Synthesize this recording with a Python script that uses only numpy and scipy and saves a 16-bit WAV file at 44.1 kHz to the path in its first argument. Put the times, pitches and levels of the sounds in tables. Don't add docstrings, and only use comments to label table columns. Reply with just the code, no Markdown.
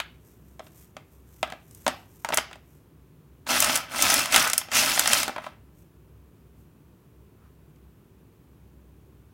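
import sys
import numpy as np
from scipy import signal
from scipy.fft import rfft, irfft, next_fast_len
from scipy.io import wavfile

SR = 44100
rng = np.random.default_rng(int(sys.argv[2]) if len(sys.argv) > 2 else 0)


def put_to_file(sound):
    columns = np.atleast_2d(sound).T
    safe = np.clip(columns, -1, 1)
    whole_steps = np.round(safe * 32767)
    wavfile.write(sys.argv[1], SR, whole_steps.astype(np.int16))


N = 411453
T = np.arange(N) / SR
AGE = np.arange(2048) / SR
SHELL_RING_S = .008

# pitch in Hz, relative level in dB, seconds to fade by 60 dB.
TUB_TONES = [(251.3, -8.5, 0.23), (579, -10, 0.023), (618, -5, 0.11), (795, -8.5, 0.047), (997, -5.5, 0.06),
             (1300.6, 2, 0.036), (1514, 0, 0.015), (1710, -1, 0.0062), (2053, 0.5, 0.019),
             (2300, -3.5, 0.028), (2684, -1.5, 0.036), (3110, -3.5, 0.035), (3540, -19.5, 0.022)]
# frequency in Hz, relative level in dB.
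CRACK_SPECTRUM = [(100, -19), (260, -6), (430, -13), (620, 2.5), (1000, 0), (1500, -2.5), (2100, -5),
                  (3600, -8.5), (4600, -20), (9000, -35)]


def from_db(db):
    return 10 ** (np.asarray(db) / 20)


def unit(x):
    return x / np.sqrt(np.sum(x * x) + 1e-20)


def rms_one(x):
    return unit(x) * np.sqrt(len(x))


def at_hz(points, hz):
    frequencies, values = np.transpose(points)
    return np.interp(np.log(np.maximum(hz, 1)), np.log(frequencies), values)


def colour(x, spectrum):
    n = 2 * next_fast_len(len(x) // 2 + len(AGE))
    gains = from_db(at_hz(spectrum, np.arange(n // 2 + 1) * SR / n))
    cepstrum = irfft(np.log(gains))
    cepstrum[1:n // 2] *= 2
    response = np.exp(rfft(cepstrum[:n // 2], n))
    return irfft(rfft(x, n) * response)[:len(x)]


def ring(x, hz, ring_s):
    decay = from_db(-60 / (ring_s * SR))
    angle = 2 * np.pi * min(hz, .45 * SR) / SR
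    return signal.lfilter([.5, 0, -.5], [1, -2 * decay * np.cos(angle), decay * decay], x + 1e-18)


def background(air_db=-55.5, hum_db=-2, ring_s=.4):
    # frequency in Hz, relative level in dB.
    air_spectrum = [(28, -34), (55, -7), (160, -3), (200, -9.5), (380, -11.5), (520, -20.5), (750, -26.5),
                    (1000, -25), (2100, -34.5), (2500, -33.5), (4700, -42), (9000, -41.5), (15000, -37)]
    # pitch in Hz, level in dB before hum_db is added.
    hum_tones = [(64.6, -57.5), (102.3, -64), (150.7, -67.5)]
    air = from_db(air_db) * rms_one(colour(rng.standard_normal(N), air_spectrum))
    noise, hum = rng.standard_normal(N + SR), 0
    for hz, db in hum_tones:
        tone = ring(ring(noise, hz, ring_s), hz, ring_s)[SR:]
        hum += from_db(db + hum_db) * rms_one(tone)
    return air + hum


def scatter(seconds, echo_db=-17, echo_s=0.012):
    shape = np.exp(-(AGE / seconds) ** 2) + from_db(echo_db) * np.exp(-AGE / echo_s)
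    return unit(rng.standard_normal(len(AGE)) * shape)


def knock(brightness_hz, crack_s=0.0059, ring_db=-4):
    touch = scatter(crack_s / 2)
    tones = sum(from_db(db) * unit(ring(touch, hz, ring_s)) * rng.uniform(0.55, 1.5)
                for hz, db, ring_s in TUB_TONES)
    crack = unit(colour(scatter(crack_s), CRACK_SPECTRUM))
    sound = crack + from_db(ring_db) * unit(tones)
    tilt_db = 9 * np.log2(brightness_hz / 1400)
    return unit(colour(sound, [(600, -tilt_db), (3000, tilt_db)]))


def click(pitch_hz, snap_s=.003, ring_db=-3, count=7):
    spectrum = [(pitch_hz / 8, -27), (pitch_hz * .6, -4), (pitch_hz, 0), (pitch_hz * 2, -10)]
    snap = colour(scatter(snap_s), spectrum)
    ratios = np.geomspace(.65, 1.4, count) * rng.uniform(.88, 0.99, count)
    tones = sum(unit(ring(snap, pitch_hz * ratio, SHELL_RING_S)) for ratio in ratios)
    return unit(unit(snap) + from_db(ring_db) * unit(tones))


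def single_pieces(gain_db=24, click_hz=7755, db_per_octave=54.5):
    # start in seconds, relative knock level in dB,
    # knock brightness in Hz, relative click level in dB.
    contacts = [(0.001, -24, 2140, -71), (0.594, -37.5, 1080, -51), (0.602, -37, 690, -68),
                (0.667, -50.5, 1750, -82), (0.967, -36, 980, -50), (1.429, -18.5, 1260, -56),
                (1.475, -41, 822, -56), (1.501, -40, 1710, -50), (1.522, -32, 1200, -59),
                (1.535, -40.5, 1150, -67), (1.71, -65, 1150, -52.5), (1.748, -72, 881, -46.5),
                (1.865, -17.5, 1210, -33.5), (1.879, -17.5, 1220, -26.5), (2.247, -23.5, 1082, -34),
                (2.288, -27.5, 992, -34), (2.303, -27.5, 886, -47.5), (2.323, -26.5, 1350, -49.5),
                (2.329, -26, 1060, -41.5), (2.336, -21.5, 1390, -39.5), (2.343, -46, 1540, -22),
                (2.373, -20, 1450, -17), (2.383, -18.5, 1410, -43), (2.512, -41.5, 960, -56),
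                (2.53, -40, 2020, -55), (2.556, -45, 980, -57), (3.467, -35, 1500, -46),
                (3.603, -38.5, 1980, -14.5), (3.624, -20, 2037, -18.5), (3.644, -22, 2157, -18.5),
                (3.696, -21.5, 1540, -34.5), (3.756, -28.5, 1870, -19), (3.761, -26, 1985, -21),
                (3.774, -42, 1840, -26.5), (4.023, -25.5, 2410, -14), (4.101, -25.5, 2080, -18),
                (4.141, -26.5, 1550, -16), (4.193, -29.5, 1428, -22.5), (4.257, -29.5, 1750, -28.5),
                (4.323, -26.5, 1900, -25), (4.344, -15.5, 1806, -27), (4.361, -13, 2033, -12.5),
                (4.475, -35, 1990, -25), (4.499, -31, 1860, -23.5), (4.533, -23.5, 2140, -18),
                (4.579, -28, 2140, -14), (4.614, -32.5, 1735, -64), (4.685, -39.5, 1084, -67.5),
                (4.717, -29, 1920, -34.5), (4.976, -20.5, 1586, -41), (4.994, -19, 2275, -13.5),
                (5.058, -21, 2110, -30.5), (5.075, -23.5, 1780, -17.5), (5.132, -16, 2450, -14.5),
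                (5.231, -25, 2280, -23), (5.28, -25, 1070, -32.5), (5.294, -29, 750, -54.5),
                (5.362, -28.5, 870, -73), (5.381, -28, 840, -67), (5.441, -37, 1220, -70),
                (5.465, -30.5, 810, -65), (7.76, -70, 2400, -70)]
    out = np.zeros(N + len(AGE))
    for start_s, knock_db, brightness_hz, click_db in contacts:
        at = round(start_s * SR)
        pitch_hz = click_hz * 2 ** ((click_db - knock_db) / db_per_octave)
        out[at:at + len(AGE)] += from_db(knock_db + gain_db) * knock(brightness_hz)
        out[at:at + len(AGE)] += from_db(click_db + gain_db) * click(pitch_hz)
    return out[:N]


def collisions(per_s, spread_db):
    at = np.flatnonzero(rng.random(N) < per_s / SR)
    size, sign = rng.random((len(at), 2)).T
    hits = np.zeros(N)
    hits[at] = from_db(spread_db * np.minimum(-np.log(size), 3)) * np.sign(sign - .5)
    return hits


def swell(middle_s, half_s):
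    return np.exp(-np.minimum(((T - middle_s) / half_s) ** 2, 50))


def palm_rustle(gain_db=-3, held_db=-73.5, held_until_s=2.25):
    # middle in seconds, half length in seconds, relative level in dB.
    slides = [(0.29, 0.057, -61.5), (0.5, 0.058, -69), (0.656, 0.025, -58), (0.793, 0.069, -54.5),
              (1.14, .04, -65), (1.38, 0.1, -60), (1.83, 0.16, -55), (2.186, 0.084, -59.5),
              (2.732, 0.091, -64.5), (5.8, 0.055, -64), (6.6, .04, -68)]
    # frequency in Hz, relative level in dB.
    skin_spectrum = [(2000, -3.5), (4500, -8.5), (6000, 0), (9000, 0.5), (10500, -3.5), (12500, 5),
                     (16000, -4)]
    held = from_db(held_db) * (T < held_until_s)
    sliding = sum(from_db(db) * swell(middle_s, half_s) for middle_s, half_s, db in slides)
    grains = rms_one(colour(collisions(per_s=2500, spread_db=5), skin_spectrum))
    return from_db(gain_db) * (held + sliding) * grains


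def push(start_s, attack_s, length_s, sag_db_per_s, settle_db_per_s):
    age = T - start_s
    sag_db = sag_db_per_s * np.maximum(age - attack_s, 0)
    settle_db = settle_db_per_s * np.maximum(age - length_s, 0)
    return np.clip(age / attack_s, 0, 1) * from_db(-np.minimum(sag_db + settle_db, 120))


def tub_rattle(crack_db=-2):
    hits = collisions(per_s=1200, spread_db=3)
    at = np.flatnonzero(hits)
    drive, tones = np.zeros(N), 0
    for hz, db, ring_s in TUB_TONES:
        drive[at] = hits[at] * rng.standard_normal(len(at))
        tones += from_db(db) * unit(ring(drive, hz, ring_s))
    cracks = unit(colour(hits, CRACK_SPECTRUM))
    return rms_one(unit(tones) + from_db(crack_db) * cracks)


def crackle(hits, decay_s=0.0018):
    energy = signal.lfilter([1], [1, -np.exp(-1 / (decay_s * SR))], hits ** 2 + 1e-18)
    return np.sqrt(energy) * rng.standard_normal(N)


def shell_rattle(count=16):
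    # frequency in Hz, relative level in dB.
    shell_spectrum = [(2500, -1), (4000, -3), (5700, -1), (7400, -6), (9500, -6), (11500, -9),
                      (15500, -13.5)]
    hits = collisions(per_s=3000, spread_db=4)
    which_shell = rng.integers(0, count, N)
    pitches_hz = np.linspace(2600, 15500, count)
    rings = sum(ring(hits * (which_shell == k), hz, SHELL_RING_S) for k, hz in enumerate(pitches_hz))
    snaps = signal.sosfilt(signal.butter(2, 2500, "high", fs=SR, output="sos"), crackle(hits))
    return rms_one(colour(unit(rings) + unit(snaps), shell_spectrum))


def raking(tub_db=-2, shell_db=-1, rumble_db=-15.5):
    # start, rise time and length in seconds, relative levels of
    # tub rattle and shell jostle in dB, rates of sagging and settling in dB per second.
    strokes = [(3.46, 0.047, 0.3, -25, -24, 11, 164), (3.88, .17, .31, -24.5, -22, 7, 100),
               (4.295, 0.052, 0.13, -25, -19.5, 35, 70), (4.706, 0.052, 0.37, -25, -21, 19.5, 150),
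               (5.062, 0.062, 0.14, -26.5, -23, 25, 120), (5.377, 0.073, 0.086, -45.5, -54, 11, 221)]
    # frequency in Hz, relative level in dB.
    pile_spectrum = [(30, -16.5), (55, -5), (110, -5.5), (170, -8), (250, 1), (310, -6), (400, -13),
                     (700, -25.5)]
    on_tub, jostle = 0, 0
    for start_s, attack_s, length_s, rattle_db, jostle_db, sag, settle in strokes:
        motion = push(start_s, attack_s, length_s, sag, settle)
        on_tub += from_db(rattle_db) * motion
        jostle += from_db(jostle_db) * motion ** 1.56
    pile = rms_one(colour(collisions(per_s=1500, spread_db=1.9), pile_spectrum))
    rumble = from_db(rumble_db) * np.sqrt(on_tub * jostle) * pile
    rattle = from_db(tub_db) * on_tub * tub_rattle()
    shells = from_db(shell_db) * jostle * shell_rattle()
    return rattle + shells + rumble


def scraping(ring_cycles=9):
    # middle in seconds, half length in seconds, pitch in Hz, level in dB.
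    scrapes = [(4.363, 0.029, 1400, -23), (4.44, 0.052, 1354, -26.5), (4.775, 0.037, 2750, -25.5),
               (4.781, 0.041, 5676, -25.5), (7.439, .06, 1206, -68)]
    slips, out = collisions(per_s=1500, spread_db=1.5), np.zeros(N)
    for middle_s, half_s, hz, db in scrapes:
        near = np.abs(T - middle_s) < np.pi * half_s
        judder = rms_one(ring(slips[near], hz, ring_cycles / hz))
        out[near] += from_db(db) * swell(middle_s, half_s)[near] * judder
    return out


def room(x, early_db=-1, early_s=0.0083, build_s=.004):
    # frequency in Hz, seconds to fade by 60 dB.
    fade_times = [(200, .28), (700, 0.39), (1500, 0.3), (3500, 0.4), (8000, 0.095), (15000, .22)]
    # frequency in Hz, level in dB.
    echo_levels = [(200, -11), (700, -11), (1500, -9), (3500, -8), (8000, -12.5), (15000, -13.5)]
    age, response = np.arange(SR // 2) / SR, 0
    early = from_db(early_db) * np.exp(-age / early_s)
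    build_up = 1 - np.exp(-(age / build_s) ** 2)
    edges_hz = np.geomspace(100, 18000, 10)
    for low, high in zip(edges_hz, edges_hz[1:]):
        hz = np.sqrt(low * high)
        band_filter = signal.butter(2, [low, high], "band", fs=SR, output="sos")
        band = signal.sosfilt(band_filter, rng.standard_normal(len(age)))
        fade = from_db(-60 * age / at_hz(fade_times, hz))
        response += from_db(at_hz(echo_levels, hz)) * band * unit((fade + early) * build_up)
    return signal.fftconvolve(x, response)[:N]


def scene(shift_hz=7, count=2):
    rustle = raking() + scraping() + palm_rustle()
    directions = [single_pieces() for _ in range(count)]
    out = directions[0] + rustle + background()
    for k, contacts in enumerate(directions):
        path = np.cos(np.pi * (2 * shift_hz * T + k / count))
        out += room(contacts / np.sqrt(count) + path * rustle)
    return out[None]


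def record(dry, cutoff_hz=16000):
    rounded = 1.5 * np.tanh(dry / 1.5)
    return signal.sosfilt(signal.ellip(12, .1, 80, cutoff_hz, fs=SR, output="sos"), rounded)


dry = scene()
out = record(dry)
put_to_file(out)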